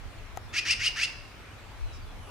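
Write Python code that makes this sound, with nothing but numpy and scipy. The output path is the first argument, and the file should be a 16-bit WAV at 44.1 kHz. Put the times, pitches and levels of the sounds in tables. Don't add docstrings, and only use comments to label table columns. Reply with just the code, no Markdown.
import sys
import numpy as np
from scipy import signal
from scipy.fft import rfft, irfft, next_fast_len
from scipy.io import wavfile
from scipy.ndimage import uniform_filter1d, map_coordinates

SR = 44100
rng = np.random.default_rng(int(sys.argv[2]) if len(sys.argv) > 2 else 0)


def bounce(signal):
    frames = np.transpose(np.atleast_2d(signal))
    limited = np.clip(frames, -1, 1)
    pcm = np.round(limited * 32767).astype(np.int16)
    wavfile.write(sys.argv[1], SR, pcm)


def ratio_of_db(decibels):
    return 10 ** (np.asarray(decibels, float) / 20)


N = 101429


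def unit(x):
    return x / np.sqrt(np.mean(x ** 2) + 1e-20)


def along(points, hz):
    f, v = np.transpose(points)
    return np.interp(np.log(hz + 1), np.log(f + 1), v)


def wobble(rate, size=N):
    knots = rng.standard_normal(int(size * rate / SR) + 4)
    return map_coordinates(knots, [np.arange(size) * rate / SR])


def filtered(x, response):
    n = x.shape[-1]
    m = next_fast_len(n + 8192)
    return irfft(rfft(x, m) * response(np.fft.rfftfreq(m, 1 / SR)), m)[..., :n]


def peak(f, hz, width):
    return 1j * f * width / (hz * hz - f * f + 1j * f * width)


def add(track, s, x):
    part = track[..., round(s * SR):][..., :x.shape[-1]]
    part += x[..., :part.shape[-1]]


def rush(spectrum, alike, patchy_db):
    z = signal.stft(rng.standard_normal((2, N)), nperseg=512)[2]
    field = uniform_filter1d(rng.standard_normal(z.shape[1:]), 6, 0)
    field = uniform_filter1d(field, 14, 1)
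    pair = signal.istft(z * ratio_of_db(patchy_db * unit(field)), nperseg=512)[1][:, :N]
    closed = [(spectrum[0][0] / 2, -120)] + list(spectrum) + [(spectrum[-1][0] * 2, -120)]

    def mid_side(hz):
        turn = np.arccos(np.clip(along(alike, hz), -1, 1)) / 2
        return ratio_of_db(along(closed, hz)) * [np.cos(turn), np.sin(turn)]

    mid, side = filtered(pair, mid_side)
    return unit(np.array([mid + side, mid - side]))


FLOOR_PAN_DB = 0.36


def to_floor(pair):
    return pair * ratio_of_db([[FLOOR_PAN_DB / 2], [-FLOOR_PAN_DB / 2]])


# hz, density_db (dB per Hz)
HUM_SPECTRUM = [(45, 1), (65, 3), (90, -3.5), (107, 8.5), (122, -15), (160, -31)]
HUM_DB = -50.5


def traffic():
    level_db = HUM_DB + 0.4 * wobble(5.36)
    return to_floor(ratio_of_db(level_db) * rush(HUM_SPECTRUM, [(100, 0.81)], patchy_db=-1.3))


# hz, density_db (dB per Hz)
LEAF_SPECTRUM = [(76, -12), (130, -3.5), (169, -11), (247, -8), (499, -12.5), (1310, -12), (1770, -15),
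                 (2440, -15.5), (15800, -40)]
# hz, likeness (0 to 1)
LEAF_LIKENESS = [(60, 0.89), (240, 0.56), (950, 0.61), (3770, 0.063), (15000, 0.014)]
LEAVES_DB = -49.5


def leaves():
    level_db = LEAVES_DB + 0.2 * wobble(7.3)
    return to_floor(ratio_of_db(level_db) * rush(LEAF_SPECTRUM, LEAF_LIKENESS, patchy_db=1.55))


# time_s, level_db
WIND_STRENGTH = [(0.0, -38), (0.04, -44), (0.15, -58), (0.18, -41.5), (0.7, -57), (1.7, -62.5), (1.85, -42),
                 (1.88, -44), (2.06, -43), (2.3, -48.5)]
# hz, density_db (dB per Hz)
RUMBLE_SPECTRUM = [(15, -31), (30, 7), (50, -9), (90, -4.5), (160, -76)]
GUST_DB = 3


def wind():
    strength_db = np.interp(np.arange(N) / SR, *np.transpose(WIND_STRENGTH))
    gusts = ratio_of_db(GUST_DB * np.array([wobble(8.07), wobble(8.8)]))
    rumble = rush(RUMBLE_SPECTRUM, [(30, .05)], patchy_db=3.3)
    return ratio_of_db(strength_db + 6.5) * unit(gusts * rumble)


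# hz, t60_s
TRUNK_DECAY = [(1500, 0.66), (3000, 0.35), (5000, 0.5), (7000, 0.29), (10000, 0.28)]
FAR_DB, FAR_LONGER = -9, 2.2
ECHO_ALIKE = .42


def trunks(x):
    common, left, right = rng.standard_normal((3, SR // 2))
    noise = np.sqrt(ECHO_ALIKE) * common + np.sqrt(1 - ECHO_ALIKE) * np.array([left, right])
    hz, t, z = signal.stft(noise, SR, nperseg=256)
    fade_db = -60 * t / along(TRUNK_DECAY, hz)[:, None]
    fade = np.hypot(ratio_of_db(fade_db), ratio_of_db(FAR_DB + fade_db / FAR_LONGER))
    tail = signal.istft(z * fade, SR, nperseg=256)[1]
    return signal.fftconvolve(x[None], tail / np.linalg.norm(tail[0]), axes=1)


# start_s, length_s, from_hz, to_hz, level_db
FAR_WHISTLES = [(.068, .014, 3150, 3200, -58), (.07, .11, 9000, 9150, -72), (.178, .018, 4250, 4250, -63),
                (.48, .03, 11100, 11100, -73), (.485, .045, 3450, 3650, -61), (1.43, .19, 8500, 8700, -79),
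                (1.47, .03, 2350, 2400, -61), (1.495, .04, 2750, 3050, -60), (1.565, .035, 2400, 2450, -61),
                (1.575, .03, 3950, 4000, -63), (1.59, .03, 7950, 7950, -73), (1.83, .18, 4200, 3600, -62),
                (1.95, .12, 5350, 4250, -66), (2.05, .07, 3550, 3300, -64), (2.16, .2, 3200, 2600, -65),
                (2.175, .22, 10250, 10130, -64), (2.22, .14, 14050, 14050, -78),
                (2.23, .12, 7700, 7700, -75)]
WHISTLE_DB, WHISTLE_FLUTTER_DB, WHISTLE_BLUR_DB = 3, 1.5, -5
WHISTLE_WAVER, WHISTLE_SWELL = .004, .7


def far_whistles():
    out = np.zeros((2, N))
    for s, length, hz0, hz1, db in FAR_WHISTLES:
        u = np.arange(round(length * SR)) / (length * SR)
        hz = (hz0 + (hz1 - hz0) * u) * (1 + WHISTLE_WAVER * wobble(168, size=len(u)))
        gain = ratio_of_db(db + WHISTLE_DB + WHISTLE_FLUTTER_DB * wobble(53, size=len(u)))
        swell = np.sin(np.pi * u) ** WHISTLE_SWELL
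        tone = np.sin(2 * np.pi * np.cumsum(hz) / SR) * swell * gain
        add(out, s, tone + ratio_of_db(WHISTLE_BLUR_DB) * trunks(tone)[:, :len(u)])
    return out


# start_s, length_s, centre_hz, width_hz, level_db
FAR_CHURRS = [(.165, .07, 2400, 700, -56), (1.87, .08, 2550, 500, -58), (1.9, .1, 7000, 2500, -64),
              (1.91, .085, 5350, 900, -55), (2.058, .012, 11000, 1500, -66)]


def far_churrs():
    out = np.zeros((2, N))
    for s, length, hz, width, db in FAR_CHURRS:
        n = round(length * SR)
        noise = rng.standard_normal((2, n))
        burst = unit(filtered(noise, lambda f: peak(f, hz, width) ** 2))
        add(out, s, ratio_of_db(db) * np.hanning(n) * burst)
    return out


# start_s, peak_db
TWIG_TAPS = [
    (.3627, -46),
    (.366, -46.5),
    (0.3693, -52),
    (0.3729, -28.5),
]
# mode_hz, level_db, t60_s
TWIG_MODES = [(513, -9, 0.019), (756, 5.5, 0.018), (1270, -7.5, 0.028), (1900, -9, 0.014)]
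SNAP_DB, SNAP_T60, SNAP_HZ, SNAP_WIDE_HZ = 0.5, 0.0034, 3240, 5000
RING_AFTER_S, TAP_PAN_DB = .0004, 10.5


def twig():
    out, t = np.zeros(N), np.arange(SR // 20) / SR
    for s, db in TWIG_TAPS:
        noise = rng.standard_normal(len(t))
        snap = unit(filtered(noise, lambda f: peak(f, SNAP_HZ, SNAP_WIDE_HZ) ** 2))
        add(out, s, ratio_of_db(db + SNAP_DB - 60 * t / SNAP_T60) * snap)
    ring = sum(ratio_of_db(level - 60 * t / t60) * np.sin(2 * np.pi * hz * t) for hz, level, t60 in TWIG_MODES)
    last_s, last_db = TWIG_TAPS[-1]
    add(out, last_s + RING_AFTER_S, ratio_of_db(last_db) * ring * (1 - np.exp(-t / 0.00042)))
    return out * ratio_of_db([[TAP_PAN_DB / 2], [-TAP_PAN_DB / 2]])


# closed_hz, open_hz, width_hz, closed_db, open_db
THROAT_MODES = [(1450, 2050, 550, -7, -13), (1750, 2950, 420, -2, -1), (2650, 2700, 420, -3.5, -2),
                (4450, 5150, 520, -13, -1.5), (4300, 4200, 600, -24, -11), (5650, 6000, 950, -9, -14),
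                (8200, 8700, 600, -27, -12), (11500, 11500, 3000, -42, -36)]
THROAT_LOW_HZ, THROAT_HIGH_HZ = 1180, 9160


def throat(f, opening):
    power = 0
    for hz0, hz1, width, db0, db1 in THROAT_MODES:
        mode = peak(f, hz0 + (hz1 - hz0) * opening, width)
        power = power + abs(ratio_of_db(db0 + (db1 - db0) * opening) * mode) ** 2.44
    return np.sqrt(power / (1 + (THROAT_LOW_HZ / (f + 1)) ** 8) / (1 + (f / THROAT_HIGH_HZ) ** 5))


JITTER_ROUGH, JITTER_CLEAR = .032, .012
NOISE_ROUGH, NOISE_CLEAR = .34, .13
SHIMMER_DB, DRIFT_RAD, FLUTTER_DB = 3, .6, 1
GLIDE_BEND, END_RATE, TOP_AFTER_S = 1.45, .92, .008
SHUT_HZ, OPEN_HZ = 400, 735
ONSET_S, SURGE_S, STOP_S = 0.017, 0.0094, 0.0017
ONSET_DB, BUILD_DB, SURGE_DB, AFTER_DB, FALL_DB = -16, -9.5, -2.5, -4, -8


def rasp(start, loud, end, low_hz, top_hz, db):
    rise, full = loud - start, end - start
    size = 6000
    t = np.arange(size) / SR
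    top_s = rise + TOP_AFTER_S
    climb = low_hz + (top_hz - low_hz) * (t / top_s) ** GLIDE_BEND
    pitch = np.where(t < top_s, climb, top_hz * np.interp(t, [top_s, full], [1, END_RATE]))
    opening = np.clip((pitch - SHUT_HZ) / (OPEN_HZ - SHUT_HZ), 0, 1)
    clear = np.interp(t, [rise - .035, rise - .008, top_s, full], [0.022, 0.84, 0.73, 0.0])

    jitter = JITTER_ROUGH + (JITTER_CLEAR - JITTER_ROUGH) * clear
    rate = pitch * (1 + jitter * wobble(501.6, size=size))
    phase = 2 * np.pi * np.cumsum(rate) / SR
    k = np.arange(1, 30)[:, None]
    waver = np.array([[wobble(264, size=size), wobble(205.4, size=size)] for _ in k])
    tones = np.cos(k * phase + 2 * np.pi * rng.random(k.shape) + DRIFT_RAD * waver[:, 0])
    tones = tones * ratio_of_db(SHIMMER_DB * waver[:, 1]) * (k * rate < SR / 2)
    voiced = unit((tones * throat(k * pitch, opening)).sum(0))

    puffs = rng.standard_normal(size) * (1 + 0.3 * np.cos(phase))
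    steps = np.linspace(0, 1, 9)
    breath = np.zeros(size)
    for u in steps:
        near = np.clip(1 - abs(opening - u) / steps[1], 0, 1)
        breath += filtered(puffs * near, lambda f: throat(f, u))
    share = NOISE_ROUGH + (NOISE_CLEAR - NOISE_ROUGH) * clear
    mix = np.sqrt(1 - share) * voiced + np.sqrt(share) * unit(breath)

    effort_db = np.interp(t, [0, ONSET_S, rise - SURGE_S, rise, rise + SURGE_S, full, full + STOP_S],
                          [ONSET_DB, BUILD_DB, SURGE_DB, 0, AFTER_DB, FALL_DB, -50])
    gain = ratio_of_db(db + 1.5 + effort_db + FLUTTER_DB * wobble(176, size=size))
    return gain * np.clip(t / 0.0066, 0, 1) * (t < full + STOP_S) * mix


# start_s, loudest_s, end_s, first_pulse_hz, top_pulse_hz
CALLS = [
    (.528, .588, .601, 430, 685),
    (.648, .713, .741, 440, 725),
    (.792, .864, .890, 465, 735),
    (.956, 1.035, 1.059, 395, 730),
]
CALL_LEVELS = [-26.5, -24, -24.5, -25.5]
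# hz, left_over_right_db
CALL_PAN = [(1500, 0), (2700, -2.7), (4500, 9), (6500, 6.5), (10000, 1.5)]
# hz, left_lead_rad
CALL_LEAD = [(1000, 0.16), (2600, -0.71), (5000, -0.76), (9000, 0.81)]
ECHO_DB, ECHO_DELAY_S = -8, .006


def magpie():
    out = np.zeros((2, N))
    side = np.array([[1], [-1]]) / 2

    def to_ears(f):
        return ratio_of_db(side * along(CALL_PAN, f)) * np.exp(1j * side * along(CALL_LEAD, f))

    for call, db in zip(CALLS, CALL_LEVELS):
        voice = rasp(*call, db)
        add(out, call[0], filtered(voice, to_ears))
        add(out, call[0] + ECHO_DELAY_S, ratio_of_db(ECHO_DB) * trunks(voice))
    return out


def scene():
    birds = magpie() + far_whistles() + far_churrs()
    return birds + twig() + leaves() + traffic() + wind()


def top_cut(x):
    return signal.sosfilt(signal.butter(12, 16320, fs=SR, output="sos"), x)


TOP_HZ = 15300


def record(dry):
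    mix = filtered(dry, lambda f: 1 / np.sqrt(1 + (f / TOP_HZ) ** 30))
    return top_cut(mix)


dry = scene()
out = record(dry)
bounce(out)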